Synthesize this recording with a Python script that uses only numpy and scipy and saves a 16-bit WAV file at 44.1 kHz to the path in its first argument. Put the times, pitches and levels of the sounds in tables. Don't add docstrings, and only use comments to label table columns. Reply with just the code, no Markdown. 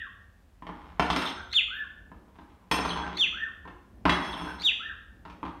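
import sys
import numpy as np
from scipy import signal
from scipy.io import wavfile
from scipy.ndimage import uniform_filter1d

SR = 44100
rng = np.random.default_rng(int(sys.argv[2]) if len(sys.argv) > 2 else 0)


def wav_record(signal):
    frames = np.transpose(np.atleast_2d(signal))
    bounded = np.clip(frames, -1, 1)
    quanta = np.round(bounded * 32767).astype(np.int16)
    wavfile.write(sys.argv[1], SR, quanta)


def boost(x):
    u = np.asarray(x, float) / 20
    return 10 ** u


N = 246959
LEAD = SR // 2

# pitch_hz, level_db
HUSH_COLOUR = [(12, -38.5), (20, -18.5), (34, 4.5), (58, 9.5), (81, 1), (123, -6), (142, -21.5), (182, -5),
               (367, -17), (802, -21.5), (1290, -26.5), (2260, -30.5), (2910, -33), (4180, -37),
               (16000, -44.5)]
# peak_s, over_calm_db, rise_s, fall_s
STIRS = [
    (1.17, 37.5, 0.12, 0.29),
    (2.2, 7.5, 0.81, 0.87),
    (2.9, 16.5, .16, 1),
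    (4.268, 20.5, 0.47, 0.84),
    (5.46, 15.5, 0.39, 0.12),
]
# pitch_hz, t60_s (time to fade by 60 dB)
ROOM_FADE = [(100, 0.42), (400, 0.77), (1500, 0.74), (3000, 0.57), (6000, 0.55), (14000, 0.11)]
# delay_s, level_db
ECHOES = [(.0045, -11), (.0085, -5), (.012, -13.5), (.017, -9.5), (.022, -12), (.028, -7.5)]

# pitch_hz, level_db, t60_s
BOARD_BOOMS = [(67.76, -6, 0.35), (174.7, -3.5, 0.36), (234.7, -16, 0.37), (231, -20, 0.13),
               (302, -7.5, 0.6), (368.7, -18, 1), (440.2, -14.5, 0.2), (824, -13, 0.56), (940, -3.5, 0.3),
               (1020, 2, 0.12), (1120, -23, 0.053)]
# pitch_hz, level_db
WOOD_COLOUR = [(50, -44), (110, -16.5), (295, -3.5), (535, -11), (1030, -2.5), (2270, -14), (3400, -17),
               (5080, -31), (8640, -48.5), (16000, -71)]
BOWL_HZ = [2697, 4177, 5356, 6168, 7100, 8466, 8612, 9700, 10250, 11390, 12120, 12600, 13770, 14910]
# level_db, t60_s
BOWL_RING = [(-5, .2), (-14, .35), (-9, .65), (-13, .6), (-27, .27), (-11, .4), (-14, .3), (-12, .33),
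             (-27, .35), (-22, .25), (-21, .3), (-21, .28), (-25, .3), (-26, .24)]
# start_s, blow_db, brightness_db_per_octave, bowl_ring_db, handle_ring_db
BOUNCES = [(0.996, -11.5, -0.1, -45, -33), (1.057, -34, 6, -35, -27), (1.102, -13, 3.5, -42.5, -19.5),
           (1.162, -17, 2.5, -33.5, -32), (1.219, -21, 3, -40, -35), (1.253, -29, 4.5, -23, -14.5),
           (1.273, -27, 6.5, -81.5, -10.5), (2.713, -13, 3, -27, -11), (2.733, -26, -7.2, -36, -10.5),
           (2.788, -21.5, -2.5, -53, -29), (2.85, -19.5, 1.2, -35.5, -23), (4.054, -9.5, -2, -52.5, -34),
           (4.095, -11.5, 1.5, -43, -7.7), (4.162, -25.5, -8, -56.5, -32)]
TOUCHES = [
    (2.974, -31, 1, -38, -2),
    (4.247, -29, 3, -42, -30),
    (4.288, -38, 0, -28, 8),
    (4.344, -36, 0, -45, -10),
    (4.383, -37, -1, -40, 2),
]
# start_s, blow_db, brightness_db_per_octave, boom_db
PECKS = [(0.623, -36.5, -4, -1), (0.668, -28, 0.5, -7), (0.691, -32.5, -7, 0), (1.55, -59.5, 2, -16.5),
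         (1.596, -77, -20, -1), (1.75, -60, -7, -4.5), (2.117, -39.5, -5.5, -3), (2.364, -67, -15, -7.5),
         (2.387, -38.5, -3, -4), (3.654, -43.5, -4, 6), (3.676, -32.5, -3, -23), (5.252, -34, -0.7, -3.5),
         (5.299, -40, 5.5, -2.5), (5.43, -26, -7, -3.5)]
# start_s, length_s, level_db, fade_db, ring_db
ROCKING = [
    (0.709, 0.28, -53, -0.5, -42),
    (1.02, 0.034, -40, -27, -38),
    (1.082, 0.3, -30.5, -33.5, -32),
    (2.138, .18, -68, 3.5, -45.5),
    (2.34, 0.6, -56.5, -19, -39.5),
    (2.752, 0.38, -35.5, -1.5, -55.5),
    (4.165, 0.21, -40.5, 0, -27),
    (4.368, 0.25, -35.5, -11.5, -30.5),
    (5.266, 0.097, -52, -21, -34.5),
    (5.452, 0.077, -35, -39.5, -63),
]

# top_s, top_hz, rise_s, sag_hz_per_s, level_db
FALLS = [
    (-.22, 3744, .021, 26300, -31),
    (1.559, 3680, 0.023, 31230, -24.5),
    (3.203, 3644, .027, 25100, -27),
    (4.653, 3827, 0.024, 29500, -26),
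]
FALL_SHAPE_DB = [-17.5, -6.5, 2.5, 7.9, 3.5, 6.1, -12]
SIGH_SHAPE_DB = [-12, -12, -21]
# top_s, top_hz, rise_s, fall_s, level_db
ARCHES = [
    (-.03, 1861, 0.04, 0.068, -34),
    (1.76, 1747, 0.086, 0.049, -32),
    (3.394, 1802, 0.075, .058, -31),
    (4.845, 1790, 0.054, 0.047, -32.5),
]
ARCH_SHAPE_DB = [-15.5, -9.5, -10.5, 1.3, -15.5, -20]
OVERTONES_DB = [-30.5, -37.5, -48.5, -50.5]
HALF_LINES_DB = [-5, -15, -33]
# start_s, level_db
CHIRPS = [
    (1.252, -32),
    (2.888, -34),
    (4.32, -38),
]
# time_s, pitch_hz, level_db
CHIRP_SHAPE = [(0, 4700, -9), (.013, 3500, -2), (.022, 3200, 0), (.031, 2800, -9)]
# start_s, length_s, pitch_hz, level_db
LEAD_INS = [
    (1.368, 0.041, 1487, -42),
    (3.027, 0.027, 1564, -37.5),
    (4.471, 0.037, 1540, -44),
]
SECOND_VOICE = [
    (3.183, 0.077, 6000, -51.5),
    (4.628, .052, 6000, -51),
]
# start_s, length_s, pitch_hz, level_db
SQUEAK = (1.745, .06, 12350, -75)
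# warble_s, pitch_hz, rasp_db, warble_db
INTAKES = [
    (1.526, 3780, -48.5, -36),
    (3.168, 3844, -53.5, -37.5),
    (4.616, 4114, -44.5, -42.5),
]
# time_s, pitch_ratio, level_db
WARBLE_SHAPE = [(0, .94, -1), (.006, 1.2, 6.2), (.011, 0.56, -2.5), (.017, 1.1, -4.5), (.025, 1.2, -22)]


def evened(x):
    return x / np.sqrt(np.mean(x ** 2) + 1e-20)


def read(points, hz):
    f, value = np.transpose(points)
    return np.interp(np.log(hz + 1), np.log(f + 1), value)


def add(mix, s, sound):
    part = mix[LEAD + round(s * SR):][:len(sound)]
    part += sound[:len(part)]


def hush(hush_db=-54, calm_db=-67.5, usual_db=-66, low_hz=130, high_hz=900, rumble_swell_db=1.5):
    frames, hz = N // 512 + 6, np.fft.rfftfreq(2048, 1 / SR)[:, None]
    a, b = rng.standard_normal((frames, 1025, 2)).T
    swell = evened(uniform_filter1d(rng.standard_normal(frames), 12))
    middle = 1 / (1 + (low_hz / (hz + 1)) ** 4) / (1 + (hz / high_hz) ** 4)
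    frame_s = np.arange(frames) * 512 / SR
    busy_db = calm_db - usual_db
    for s, db, rise, drop in STIRS:
        busy_db = busy_db + np.interp(frame_s, [s - rise, s, s + drop], [0, db, 0])
    z = (a + 1j * b) * boost(read(HUSH_COLOUR, hz) + rumble_swell_db * swell * (hz < 400))
    calm = signal.istft(z, nperseg=2048, noverlap=1536)[1][:N]
    busy = signal.istft(z * boost(middle * busy_db), nperseg=2048, noverlap=1536)[1][:N]
    return boost(hush_db) * busy / calm.std()


def room(x, wet_db, echo_db):
    taps = np.zeros(SR)
    at = np.arange(500, SR - 20, 20)
    taps[at + rng.integers(0, 20, len(at))] = rng.choice([-1., 1.], len(at))
    hz, t, z = signal.stft(taps, SR, nperseg=256)
    tail = signal.istft(z * boost(-60 * t / read(ROOM_FADE, hz)[:, None]), SR, nperseg=256)[1]
    tail *= np.clip((np.arange(len(tail)) - 400) / 900, 0, 1)
    tail *= boost(wet_db) / np.linalg.norm(tail)
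    tail[0] = 1
    for k, (delay, db) in enumerate(ECHOES):
        tail[round(delay * SR)] += (-1) ** k * boost(db + echo_db)
    return signal.fftconvolve(x, tail)[LEAD:LEAD + N]


def causal(db):
    log_gain = np.log(boost(np.concatenate([db, db[-2:0:-1]])))
    pulse = np.fft.ifft(np.exp(np.conj(signal.hilbert(log_gain)))).real[:1024]
    return pulse / abs(pulse).max()


def ring(blows, hz, t60):
    r = 10 ** (-3 / (t60 * SR))
    turn = 2 * np.pi * hz / SR
    return signal.lfilter([np.sin(turn)], [1, -2 * r * np.cos(turn), r * r], blows)


def all_blows(boom_db=10.5, boom_per_blow_db=1.45, peck_ring_db=-54, peck_handle_db=-34.5):
    blows = []
    for s, db, bright_db, bowl_db, handle_db in [*BOUNCES, *TOUCHES]:
        blows.append((s, db, bright_db, bowl_db, boom_db + boom_per_blow_db * db, handle_db))
    for s, db, bright_db, low_db in PECKS:
        blows.append((s, db, bright_db, peck_ring_db, low_db, peck_handle_db))
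    return sorted(blows)


def steel(hold, luck, bowl_db, handle_db, damped_db=-8, spread_db=-2.5, handle_hz=3340, handle_t60=0.4):
    t = np.arange(SR // 2) / SR
    db, t60 = np.transpose(BOWL_RING)[:, :, None]
    db = db + bowl_db + spread_db * np.clip(luck[:len(BOWL_RING), None], -1.5, 1.5)
    tones = (boost(db - 60 * t / t60) * np.sin(2 * np.pi * np.outer(BOWL_HZ, t))).sum(0)
    tones += boost(handle_db - 60 * t / handle_t60) * np.sin(2 * np.pi * handle_hz * t)
    return tones * boost(damped_db * np.clip((t - hold) / .004, 0, 1))


def rocking(per_s=260, spread_db=6.5, rock_db=-6.5, ring_db=3, ring_fade_db=-5):
    rock, jingle = np.zeros((2, N + LEAD))
    patter = boost(spread_db * np.minimum(rng.exponential(1, N), 2.6)) * rng.choice([-1, 1], N)
    patter *= rng.random(N) < per_s / SR
    for start, length, level_db, fade_db, sing_db in ROCKING:
        s = np.array([start, start + length])
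        db = np.array([level_db, level_db + fade_db])
        metal_db = np.array([sing_db, sing_db + ring_fade_db])
        metal_db = metal_db + np.minimum(db + 55, 0)
        at = np.arange(round(start * SR), min(round(s[-1] * SR), N))
        taps = patter[at] * boost(np.interp(at / SR, s, db) + rock_db)
        add(rock, start, taps)
        add(jingle, start, taps * boost(np.interp(at / SR, s, metal_db) + ring_db))
    return rock, jingle


def spoon_and_floor(rock_boom_db=-14, ring_db=8, handle_db=-14, boom_db=-8, chatter_s=0.0065):
    wood, metal, boom = np.zeros((3, N + LEAD))
    hz = np.fft.rfftfreq(2048, 1 / SR)
    octaves = np.log2(np.minimum(hz, 7000) / 1000 + 0.19)
    blows = all_blows()
    holds = np.diff([row[0] for row in blows], append=N)
    chance = rng.standard_normal((len(blows), 1024))
    for (s, db, bright_db, metal_db, low_db, stem_db), hold, luck in zip(blows, holds, chance):
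        chatter = luck * abs(luck) * np.exp(-np.arange(len(luck)) / (chatter_s * SR))
        chatter[0] = 2.6
        knock = np.convolve(chatter, causal(read(WOOD_COLOUR, hz) + bright_db * octaves))
        add(wood, s, boost(db) * knock / abs(knock).max())
        add(metal, s, boost(db) * steel(hold, luck, metal_db + ring_db, stem_db + handle_db))
        add(boom, s, boost([db + low_db + boom_db]))
    rock, jingle = rocking()
    wood += signal.oaconvolve(rock, causal(read(WOOD_COLOUR, hz)))[:len(wood)]
    for f, (db, t60) in zip(BOWL_HZ, BOWL_RING):
        metal += ring(boost(db) * jingle, f, t60 / 2)
    thumps = boom + boost(rock_boom_db) * rock
    boards = sum(boost(db) * ring(thumps, f, t60) for f, db, t60 in BOARD_BOOMS)
    return wood, metal, boards


def fall(top, hz, rise, sag, db, from_hz=3250, break_hz=2225, sag_bend=1.15):
    down = np.arange(5) / 4 * (hz - break_hz) / sag
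    s = np.concatenate([[top - rise, top - rise / 2], top + down])
    sagging = hz - (hz - break_hz) * (down / down[-1]) ** sag_bend
    pitch = np.concatenate([[from_hz, hz - (hz - from_hz) / 4], sagging])
    return np.transpose([s, pitch, db + np.array(FALL_SHAPE_DB)])


def sigh(top, hz, rise, sag, db, break_hz=2225, end_hz=1652, length_s=0.021):
    steps = np.arange(3) / 2
    start = top + (hz - break_hz) / sag
    pitch = break_hz + (end_hz - break_hz) * steps
    return np.transpose([start + length_s * steps, pitch, db + np.array(SIGH_SHAPE_DB)])


def arch(top, hz, rise, drop, db, from_hz=1170, to_hz=994, hold_s=0.045):
    held = top + hold_s
    s = [top - rise, top - rise / 2, top, held, held + drop / 2, held + drop]
    pitch = [from_hz, (from_hz + hz) / 2, hz, hz, (to_hz + hz) / 2, to_hz]
    return np.transpose([s, pitch, db + np.array(ARCH_SHAPE_DB)])


def note(start, length, hz, db, scoop=0.064, ends_db=2):
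    return [(start, hz * (1 - scoop), db + ends_db), (start + length / 2, hz, db),
            (start + length, hz, db + ends_db)]


def rasp(s, hz, rasp_db, warble_db, length_s=0.034, scoop=0.13, start_db=-19):
    return [(s - length_s, hz * (1 - scoop), rasp_db + start_db), (s - length_s / 2, hz, rasp_db), (s, hz, rasp_db)]


def warble(s, hz, rasp_db, warble_db):
    return np.multiply(WARBLE_SHAPE, [1, hz, 1]) + [s, 0, warble_db]


def whistle(rows, rough, grain_s, overtone_db, half_db, closing_db=55.0):
    s, hz, db = np.transpose(rows)
    t = np.arange(s[0], s[-1], 1 / SR)
    hz = uniform_filter1d(np.interp(t, s, hz), min(300, len(t) // 8), mode="nearest")
    turns = np.cumsum(hz) / SR
    tone = np.sin(2 * np.pi * turns)
    husk = evened(signal.oaconvolve(rng.standard_normal(SR // 3)[:len(t)], np.hanning(90), "same"))
    open_db = overtone_db + closing_db * np.log2(hz / hz.max())
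    for k, d in enumerate(OVERTONES_DB, 2):
        partial = boost(d + open_db) * (0.83 + .3 * husk) * np.sin(2 * np.pi * k * turns)
        tone += partial * (k * hz < SR / 2)
    for k, d in enumerate(HALF_LINES_DB):
        tone += boost(d + half_db) * np.sin(np.pi * (2 * k + 1) * turns)
    breath = rng.standard_normal(SR // 4)[:len(t)]
    chop = evened(signal.oaconvolve(breath, np.hanning(round(grain_s * SR)), "same"))
    tone *= 1 - rough + rough * chop
    return s[0], np.sqrt(2) * boost(np.interp(t, s, db)) * tone * signal.windows.tukey(len(t), .15)


def bird(*kinds):
    song = np.zeros(N + LEAD)
    for notes, *voice in kinds:
        for rows in notes:
            add(song, *whistle(rows, *voice))
    return song


def scene():
    wood, metal, boards = spoon_and_floor()
    spoon = room(wood, -4.5, -0.67) + room(metal, 1, -0.003) + boards[LEAD:]
    falls = [fall(*row) for row in FALLS]
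    wisps = [sigh(*row) for row in FALLS] + [note(*row) for row in [*SECOND_VOICE, SQUEAK]]
    arches = [arch(*row) for row in ARCHES]
    peeps = [np.add(CHIRP_SHAPE, [s, 0, db]) for s, db in CHIRPS] + [note(*row) for row in LEAD_INS]
    rasps = [rasp(*row) for row in INTAKES]
    warbles = [warble(*row) for row in INTAKES]
    high = bird((falls, .08, .006, 6, -30), (wisps, .7, .004, -9, -60))
    low = bird((arches, .38, .012, -10, -40), (peeps, .65, .007, -6, -30))
    scratch = bird((rasps, .8, .0025, 8, -6), (warbles, .15, .003, 9, -3))
    song = room(high, -10.0, -6.5) + room(low, -6.5, 0.32) + room(scratch, -13, -1.5)
    return (spoon + song + hush())[None]


def low_pass(x):
    return signal.sosfilt(signal.butter(12, 16480, fs=SR, output="sos"), x)


def record(dry):
    dry = signal.sosfilt(signal.butter(4, 44, "high", fs=SR, output="sos"), dry)
    dry = signal.oaconvolve(dry, signal.firwin(255, 15800, fs=SR)[None], "same")
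    return low_pass(dry)


dry = scene()
out = record(dry)
wav_record(out)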